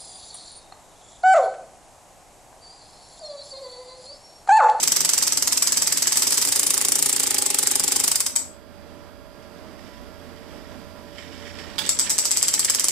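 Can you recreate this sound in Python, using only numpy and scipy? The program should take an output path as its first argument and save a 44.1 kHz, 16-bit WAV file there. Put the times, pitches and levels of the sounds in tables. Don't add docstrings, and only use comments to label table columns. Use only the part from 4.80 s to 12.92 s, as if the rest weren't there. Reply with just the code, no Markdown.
import sys
import numpy as np
from scipy import signal
from scipy.fft import rfft, irfft, next_fast_len
from scipy.io import wavfile
from scipy.ndimage import uniform_filter1d

SR = 44100
rng = np.random.default_rng(int(sys.argv[2]) if len(sys.argv) > 2 else 0)


def unload_wav(signal):
    wavfile.write(
        sys.argv[1],
        SR,
        np.round(np.clip(np.atleast_2d(signal).T, -1, 1) * 32767).astype(np.int16),
    )


def field_ratio(decibels):
    return 10 ** (np.asarray(decibels, dtype=float) / 20)


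N = 358003
SIZE = next_fast_len(N + SR)
HZ = np.maximum(np.arange(SIZE // 2 + 1) * SR / SIZE, 1)

# time_s, speed_turns_per_s
CAM_SPEED = [
    [(0.0307, 22.4), (0.288, 23.65), (0.512, 19.81), (0.956, 20.29), (1.06, 19.49), (1.199, 20.35),
     (1.572, 19.55), (1.768, 21.58)],
    [(1.3567, 26.45), (1.694, 28.14), (1.837, 27.1), (2.326, 29.27), (2.749, 23.54), (3.104, 24.37),
     (3.314, 26.48), (3.5612, 6.3)],
    [(7.0911, 9.7), (7.282, 9.25), (7.453, 16.21), (7.638, 18.52), (7.69, 17.38), (8.002, 21.02),
     (8.0841, 24.7)],
]
# time_s, peak_db
FORCE = [
    [(0, -7), (.6, -7.5), (1.0, -8), (1.4, -7.5), (1.6, -10), (1.77, -16.5)],
    [(1.35, -13.5), (1.55, -13.5), (1.9, -7.5), (2.5, -9.5), (2.95, -8), (3.25, -6.5), (3.36, -8.5),
     (3.56, -7)],
    [(7.09, -5.5), (7.3, -6.5), (7.6, -6), (7.75, -4.5), (8.1, -5.5)],
]
USUAL_SPEED = (21, 26, 19)
# start_s, peak_db
SLIP = (7.063, -19)
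# thud_db, low_steel_db, high_steel_db, top_db
CONTACT = [(-1.5, 3.5, -1, -2), (-2.5, 0.94, 3, -1), (-5, 2, -0.3, -4)]
BRIGHTER = (0.035, 0.086, 0.26, 0.21)
# cam_tick_db, rebound_db, chatter_db, shank_ring_db
BOUNCE = [(-18, -3.5, -0.5, -2.5), (-15, -9, 0, -1), (-18, -6, -6, -2)]
SLACK = (0, 0, 1.1)
# pitch_hz, level_db
STRIKE = [(300, -24), (700, -9), (2500, -2), (4100, -3.5), (4900, -4.5), (7500, -2.5), (9000, -5.5),
          (10500, -0.5), (12500, -5.5), (15300, -13.5), (16200, -24.5)]
# pitch_hz, level_db, decay_s (to -60 dB)
STEEL = [(4890, -24.5, 0.019), (4940, -23.5, 0.0129), (5970, -13.5, 0.012), (5640, -47.5, 0.012),
         (6420, -21.5, 0.027), (7160, -12.5, 0.0082), (7360, -51, 0.0172), (7510, -23.5, 0.053),
         (7680, -25.5, .02), (8040, -10.5, 0.0053), (9164, -19.5, 0.023), (9680, -21.5, 0.0089),
         (12900, -24, .012)]
# pitch_hz, level_db, decay_s (to -60 dB)
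BENCH = [(922, -27, 0.029), (1102, -25.5, 0.032), (1244, -26.5, 0.028), (1666, -46, 0.013),
         (2103, -32, 0.032), (3120, -23, 0.027), (3720, -20.5, 0.021)]
# start_s, peak_db
TOUCHES = [
    (4.625, -38),
    (6.3824, -28),
    (6.6534, -34),
    (6.7331, -56),
    (6.7867, -25.5),
    (6.9002, -41),
    (7.268, -19),
    (7.882, -18),
    (7.985, -19),
]
# pitch_hz, level_db
TOUCH = [(500, -17), (1200, 0), (2500, 3), (3300, 1.5), (5500, -3.5), (7400, -12), (12000, -21)]
# pitch_hz, width_hz, level_db
RING = [(1880, 210, -0.5), (2270, 150, -6), (3130, 410, -4), (3640, 270, -9), (4600, 250, -8.5),
        (5370, 410, 0), (7020, 500, -5), (10400, 400, -18.5)]
# peak_s, level_db, rise_s, fall_s
SLIDES = [
    (5.11, -50.5, 0.15, 0.086),
    (5.81, -52.5, 0.54, 0.17),
    (6.39, -49.5, 0.14, 0.44),
    (6.55, -53.5, .3, .4),
    (6.65, -45, .03, .09),
    (6.78, -47.5, 0.037, 0.39),
]
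# start_s, level_db
ENGAGE = [
    (6.982, -19.5),
    (6.987, -16.5),
    (6.991, -19.5),
    (7.052, -24),
]
# pitch_hz, level_db
CATCH = [(500, -28), (1100, -12.5), (2500, -17), (3100, -8), (3550, -0.5), (4100, -13), (5000, -11),
         (8000, -24.5), (13000, -25), (16000, -27.5)]
# pitch_hz, level_db, decay_s
CLACK = (4700, -20, 0.038)
# time_s, growl_db
MOTOR = [
    [(0, -39.5), (.5, -42), (.97, -42), (1.46, -41.5), (1.82, -39.5), (2.67, -38.5), (3.2, -38.5),
     (3.3, -39.5), (3.56, -86)],
    [(6.9, -74), (7.05, -38.5), (7.17, -45.5), (7.35, -44.5), (7.7, -41.5), (8.12, -41)],
]
# pitch_hz, width_hz, level_db
GROWL = [(174, 11, 3.5), (280, 30, -9.5), (323, 168, 9.5)]
# pitch_hz, level_db, decay_s
HOUSING = [(275, -4, .11), (395, 0, .075), (500, -5, .08)]
# pitch_hz, tone_db, haze_width_hz, haze_db
FAN = [(58.2, -69.5, 4, -54.5), (86.3, -46.5, 3.7, -57), (173, -66, 5, -57), (249.4, -58, 14, -67.5),
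       (451, -57.5, 14, -58), (578.6, -48.5, 16, -60.5), (635, -54.5, 7.56, -60), (990, -60.5, 10, -64.5),
       (1380, -59.5, 9.2, -73), (1636, -70.5, 23, -65.5), (3320, -72.5, 60, -68), (4610, -76, 99, -71),
       (4540, -78, 130, -68), (4830, -61, 60, -79), (4910, -66.5, 70, -65.5), (5130, -74.5, 80, -77)]
# pitch_hz, level_db
SHOP = [(30, -7), (60, -2), (120, -6.5), (260, -0.5), (450, -9.5), (700, -11), (1200, -13.5), (2500, -21),
        (4200, -25), (4800, -29), (5600, -26.5), (7000, -33.5), (9000, -39)]
# time_s, gain_db
GAIN = [(0, 0.5), (3.55, -0.5), (3.9, -1), (5.2, 2.5), (6.95, 3.5), (7.4, 1.5), (8.12, -2)]
# time_s, level_db
WET = [(0, -2.5), (1.5, 0), (2, -4), (3.3, -4), (3.7, 2.5), (7.05, 1.5), (7.3, 4.5), (7.6, 0), (8.12, -1.5)]
# pitch_hz, likeness
LIKENESS = [(60, -0.91), (130, -0.48), (290, 0.75), (1400, 0.61), (3100, 0.98), (6800, -0.36),
            (15000, 0.043)]
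# pitch_hz, left_minus_right_db
COVERED_PORT = [(60, -8), (200, -12.5), (1000, -10), (2500, -14), (4200, -18.5), (6000, -10), (7000, -5),
                (7700, 5), (8500, 5), (9500, 1), (10500, -1), (12000, -18.5), (15000, -12)]
# pitch_hz, level_db
HISS = [(1000, -9.5), (5000, -16), (9500, -5), (12500, 4.5), (14300, -2.5), (14900, -7), (15300, -52.5)]


def blows():
    rows = [[SLIP + (2, -9.5)]]
    for k, (speeds, force) in enumerate(zip(CAM_SPEED, FORCE)):
        knots, speed = np.transpose(speeds)
        t = np.arange(knots[0], knots[-1], 1 / SR)
        turns = np.cumsum(np.interp(t, knots, speed)) / SR
        s = np.interp(np.arange(round(turns[-1]) + 1), turns, t)
        peak_db = np.interp(s, *np.transpose(force))
        faster = np.interp(s, knots, speed) - USUAL_SPEED[k]
        rows.append(np.column_stack([s, peak_db, 0 * s + k, faster]))
    return np.vstack(rows).T


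def hammer():
    s, peak_db, passes, faster = blows()
    which = passes.astype(int)
    luck = np.clip(rng.standard_normal((len(s), 4)), -2, 2).T
    contact = np.array(CONTACT)[which] + np.outer(faster, BRIGHTER)
    thud_db, low_db, high_db, top_db = contact.T[:, :, None]
    tick_db, rebound_db, loose_db, shank_db = np.array(BOUNCE)[which].T
    peak_db = peak_db - 0.28 * luck[0]
    rebound_s = 0.0072 + 0.0016 * luck[1]
    rebound_db = rebound_db + 2.5 * luck[2]
    tick_db = tick_db + 2.5 * luck[3] - np.array(SLACK)[which] * faster
    tick_db[np.abs(s - SLIP[0]) < .05] = -40

    chance = rng.random((len(s), 11))
    chatter_s = np.cumsum(.0006 + .0022 * chance[:, :5], axis=1)
    chatter_db = loose_db[:, None] - 1 - 1900 * chatter_s + 5 * (chance[:, 6:] - .5)
    tick_s = -.0035 - .0015 * chance[:, 5] - .0015 * (passes == 2)
    times = s[:, None] + np.column_stack([tick_s, 0 * s - .0003, rebound_s, chatter_s])
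    blows_db = np.column_stack([tick_db + 5, 0 * s, rebound_db - 1, chatter_db]) + peak_db[:, None] + 5

    shared, own = rng.choice([-1, 1], (2, N))
    grit = np.array([0.9 * shared + 1.6 * own, shared])

    def crack(db, t60):
        return grit * dying(dying(clicks(times, field_ratio(blows_db + db)), t60), 0.0012)

    out = band(crack(thud_db - 27.5, 0.02), 320, 2960)
    out += band(crack(low_db - 19, 0.017), 4730, 6560)
    out += band(crack(-14.5, 0.0098), 6780, 8315)
    out += band(crack(high_db - 16.5, 0.0053), 8056, 10690)
    out += band(crack(top_db - 18.5, 0.015), 10100, 20900)
    out = colour(out, STRIKE)

    for hz, level_db, t60 in STEEL + BENCH:
        if hz < 2500:
            tilt_db = thud_db
        elif hz < 4300:
            tilt_db = thud_db + shank_db[:, None]
        elif hz < 6600:
            tilt_db = low_db
        else:
            tilt_db = high_db if hz > 8500 else 0
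        spread_db = 1.5 if hz < 2500 else 3
        each = field_ratio(blows_db + tilt_db + level_db + spread_db * rng.standard_normal(times.shape))
        each[:, 2:] *= .45
        sign = rng.choice([-1, 1], times.shape)
        if hz < 4300:
            sign[:, 1] = 1
        grip = rng.choice([-1, 1], (len(s), 1)) * (hz > 4300)
        for k in np.unique(grip):
            out += ring(clicks(times + .0004, each * sign * (grip == k)), hz * (1 + 0.014 * k), t60)
    return out


def pickup():
    s, peak_db, passes, faster = blows()
    speed = faster + np.array(USUAL_SPEED)[passes.astype(int)]
    luck = rng.standard_normal((len(s), 2)).T
    load_db = np.interp(s, *np.transpose(MOTOR[0] + MOTOR[1])) + 43
    knock_db = peak_db + 0.5 * load_db + 7.5 - 31.5 + 4 * luck[1]
    early_s = 0.24 / speed * (1 + .08 * luck[0])
    return dying(clicks(s - early_s, field_ratio(knock_db)), 0.027)


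def sliding():
    t = np.arange(N) / SR
    slides = sum(field_ratio(db - 10 * np.maximum((s - t) / rise, (t - s) / fall)) for s, db, rise, fall in SLIDES)
    return slides * (t < ENGAGE[0][0])


def handling():
    noise = stereo_noise()
    grit = rms_one(colour(noise, TOUCH))
    grit = rms_one(grit + 3.5 * sum(field_ratio(db) * resonance(grit, hz, width) for hz, width, db in RING))
    s, peak_db = np.transpose(TOUCHES)
    envelope = dying(clicks(s, field_ratio(peak_db - 7.5)), 0.063) + pickup()
    envelope = envelope + sliding() * field_ratio(3.16 * wobble(55))

    s, level_db = np.transpose(ENGAGE)
    clack_hz, clack_db, clack_t60 = CLACK
    clack = ring(clicks(s, field_ratio(level_db - level_db.max() + clack_db)), clack_hz, clack_t60)
    catch = rms_one(colour(noise[:, ::-1], CATCH)) * dying(clicks(s, field_ratio(level_db + 1)), 0.041)
    return clack + envelope * grit + catch


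def motor():
    noise, out = stereo_noise(), 0
    cam = clicks(blows()[0], 1)
    kicked = rms_one(sum(field_ratio(db) * resonance(ring(cam, hz, t60), hz, 99) for hz, db, t60 in HOUSING))
    rough = rms_one(sum(field_ratio(db) * rms_one(resonance(noise, hz, width)) for hz, width, db in GROWL))
    whine = 0.42 * rms_one(resonance(resonance(noise, 826, 61.3), 826, 61.3))
    whine = whine + 0.69 * rms_one(resonance(ring(cam, 838, 0.041), 838, 63))
    rattle = rms_one(band(noise, 1600, 5200)) * field_ratio(3.4 * wobble(65))
    for rows in MOTOR:
        growl_db, = in_time(rows)
        whine_db = np.minimum(np.maximum(-53.5 + 7.5 * (growl_db + 40), -76), growl_db)
        rattle_db = np.where(growl_db > -100, -34.5 + 0.45 * (growl_db + 43), -120)
        boom = kicked * field_ratio(1.5 * (growl_db + 39.5))
        out = out + field_ratio(growl_db - 4.5) * (1.2 * rough + 0.98 * boom)
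        out = out + field_ratio(whine_db + 1.5) * whine + field_ratio(rattle_db - 2.5) * rattle
    return out


def room(x):
    t = np.arange(SR // 2) / SR
    noise = stereo_noise()[:, :len(t)]
    noise = noise - 0.34 * resonance(noise, np.sqrt(2700 * 3430), 3430 - 2700)
    top = signal.sosfilt(signal.butter(2, 9500, "high", fs=SR, output="sos"), noise)
    tail = (noise - top) + top * field_ratio(-90 * t)
    tail = tail * field_ratio(-60 * t / 0.28) * np.clip((t - .004) / 0.0031, 0, 1)
    tail = tail / np.sqrt(np.sum(tail ** 2) / 2)
    lead = int(.0882 * SR)
    running = np.hstack([x[:, :lead], x])
    return field_ratio(-5) * signal.fftconvolve(running, tail, axes=1)[:, lead:lead + N]


def workshop():
    noise, t, out = stereo_noise(), np.arange(N) / SR, 0
    for hz, tone_db, width, haze_db in FAN:
        side = np.array([[-1 if hz < 150 else 1], [1]])
        out = out + side * field_ratio(tone_db) * np.sin(2 * np.pi * (hz * t + rng.random()))
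        out = out + field_ratio(haze_db) * rms_one(resonance(resonance(noise, hz, width), hz, width))
    return out + field_ratio(-43 + 1.3 * wobble(2.9)) * rms_one(colour(noise[:, ::-1], SHOP))


def rms_one(x):
    return x / np.sqrt(np.mean(x ** 2) + 1e-20)


def in_time(rows):
    s, *columns = np.transpose(rows)
    return [np.interp(np.arange(N) / SR, s, c, left=-120, right=-120) for c in columns]


def at_hz(points, grid=HZ):
    hz, value = np.transpose(points)
    return np.interp(np.log(grid), np.log(hz), value)


def colour(x, points, size=16384):
    grid = np.maximum(np.arange(size // 2 + 1) * SR / size, 1)
    cepstrum = irfft(np.log(field_ratio(at_hz(points, grid))), size)
    cepstrum[1:size // 2] *= 2
    cepstrum[size // 2 + 1:] = 0
    response = irfft(np.exp(rfft(cepstrum)), size)
    return irfft(rfft(x, SIZE) * rfft(response, SIZE), SIZE)[..., :N]


def stereo_noise():
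    mid, side = rfft(rng.standard_normal((2, SIZE)))
    alike = np.clip(at_hz(LIKENESS), -1, 1)
    both = np.sqrt((1 + alike) / 2) * mid + np.sqrt((1 - alike) / 2) * side * [[1], [-1]]
    return irfft(both, SIZE)[:, :N]


def resonance(x, hz, width_hz):
    r = np.exp(-np.pi * width_hz / SR)
    poles = [1, -2 * r * np.cos(2 * np.pi * hz / SR), r * r]
    return signal.lfilter([(1 - r * r) / 2, 0, (r * r - 1) / 2], poles, x)


def ring(trains, hz, t60):
    r, w = field_ratio(-60 / (t60 * SR)), 2 * np.pi * hz / SR
    return signal.lfilter([0, np.sin(w)], [1, -2 * r * np.cos(w), r * r], trains)


def band(x, low_hz, high_hz):
    return signal.sosfilt(signal.butter(2, [low_hz, high_hz], "band", fs=SR, output="sos"), x)


def clicks(s, gains):
    out = np.full(N, 1e-18)
    np.add.at(out, np.clip(np.round(s * SR).astype(int), 0, N - 1), gains)
    return out


def dying(x, t60):
    return signal.lfilter([1], [1, -field_ratio(-60 / (t60 * SR))], x)


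def wobble(rate_hz):
    low_pass = signal.butter(2, rate_hz, fs=SR, output="sos")
    return rms_one(signal.sosfilt(low_pass, rng.standard_normal(N + SR))[SR:])


def quiet_top_dropped(x, edge_hz, floor_db):
    top = irfft(rfft(x, SIZE) * (HZ > edge_hz), SIZE)[:N]
    loud = uniform_filter1d(top ** 2, 700) > field_ratio(2 * floor_db)
    return x - top * (1 - uniform_filter1d(1.0 * loud, 300))


def scene():
    bench = hammer() + handling()
    near = bench + field_ratio(in_time(WET)[0]) * room(bench)
    near = signal.sosfilt(signal.butter(2, 600, "high", fs=SR, output="sos"), near)
    return near + motor() + field_ratio(in_time(GAIN)[0]) * workshop()


def roll_off(x):
    return signal.sosfilt(signal.butter(12, 16500, fs=SR, output="sos"), x)


def record(dry):
    ports = np.array([colour(dry[0], COVERED_PORT), dry[1]])
    hiss = rms_one(colour(rng.standard_normal((2, N)), HISS)) * field_ratio([[-1.5], [0]])
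    hiss = field_ratio(-64.5 + in_time(GAIN)[0]) * hiss
    left, right = 1.15 * np.tanh((ports + hiss) / 1.15)
    both = [quiet_top_dropped(left, 11450, -47), quiet_top_dropped(right, 14800, -58)]
    mix = signal.sosfilt(signal.cheby2(12, 45, 16100, fs=SR, output="sos"), both)
    return roll_off(mix)


dry = scene()
out = record(dry)
unload_wav(out)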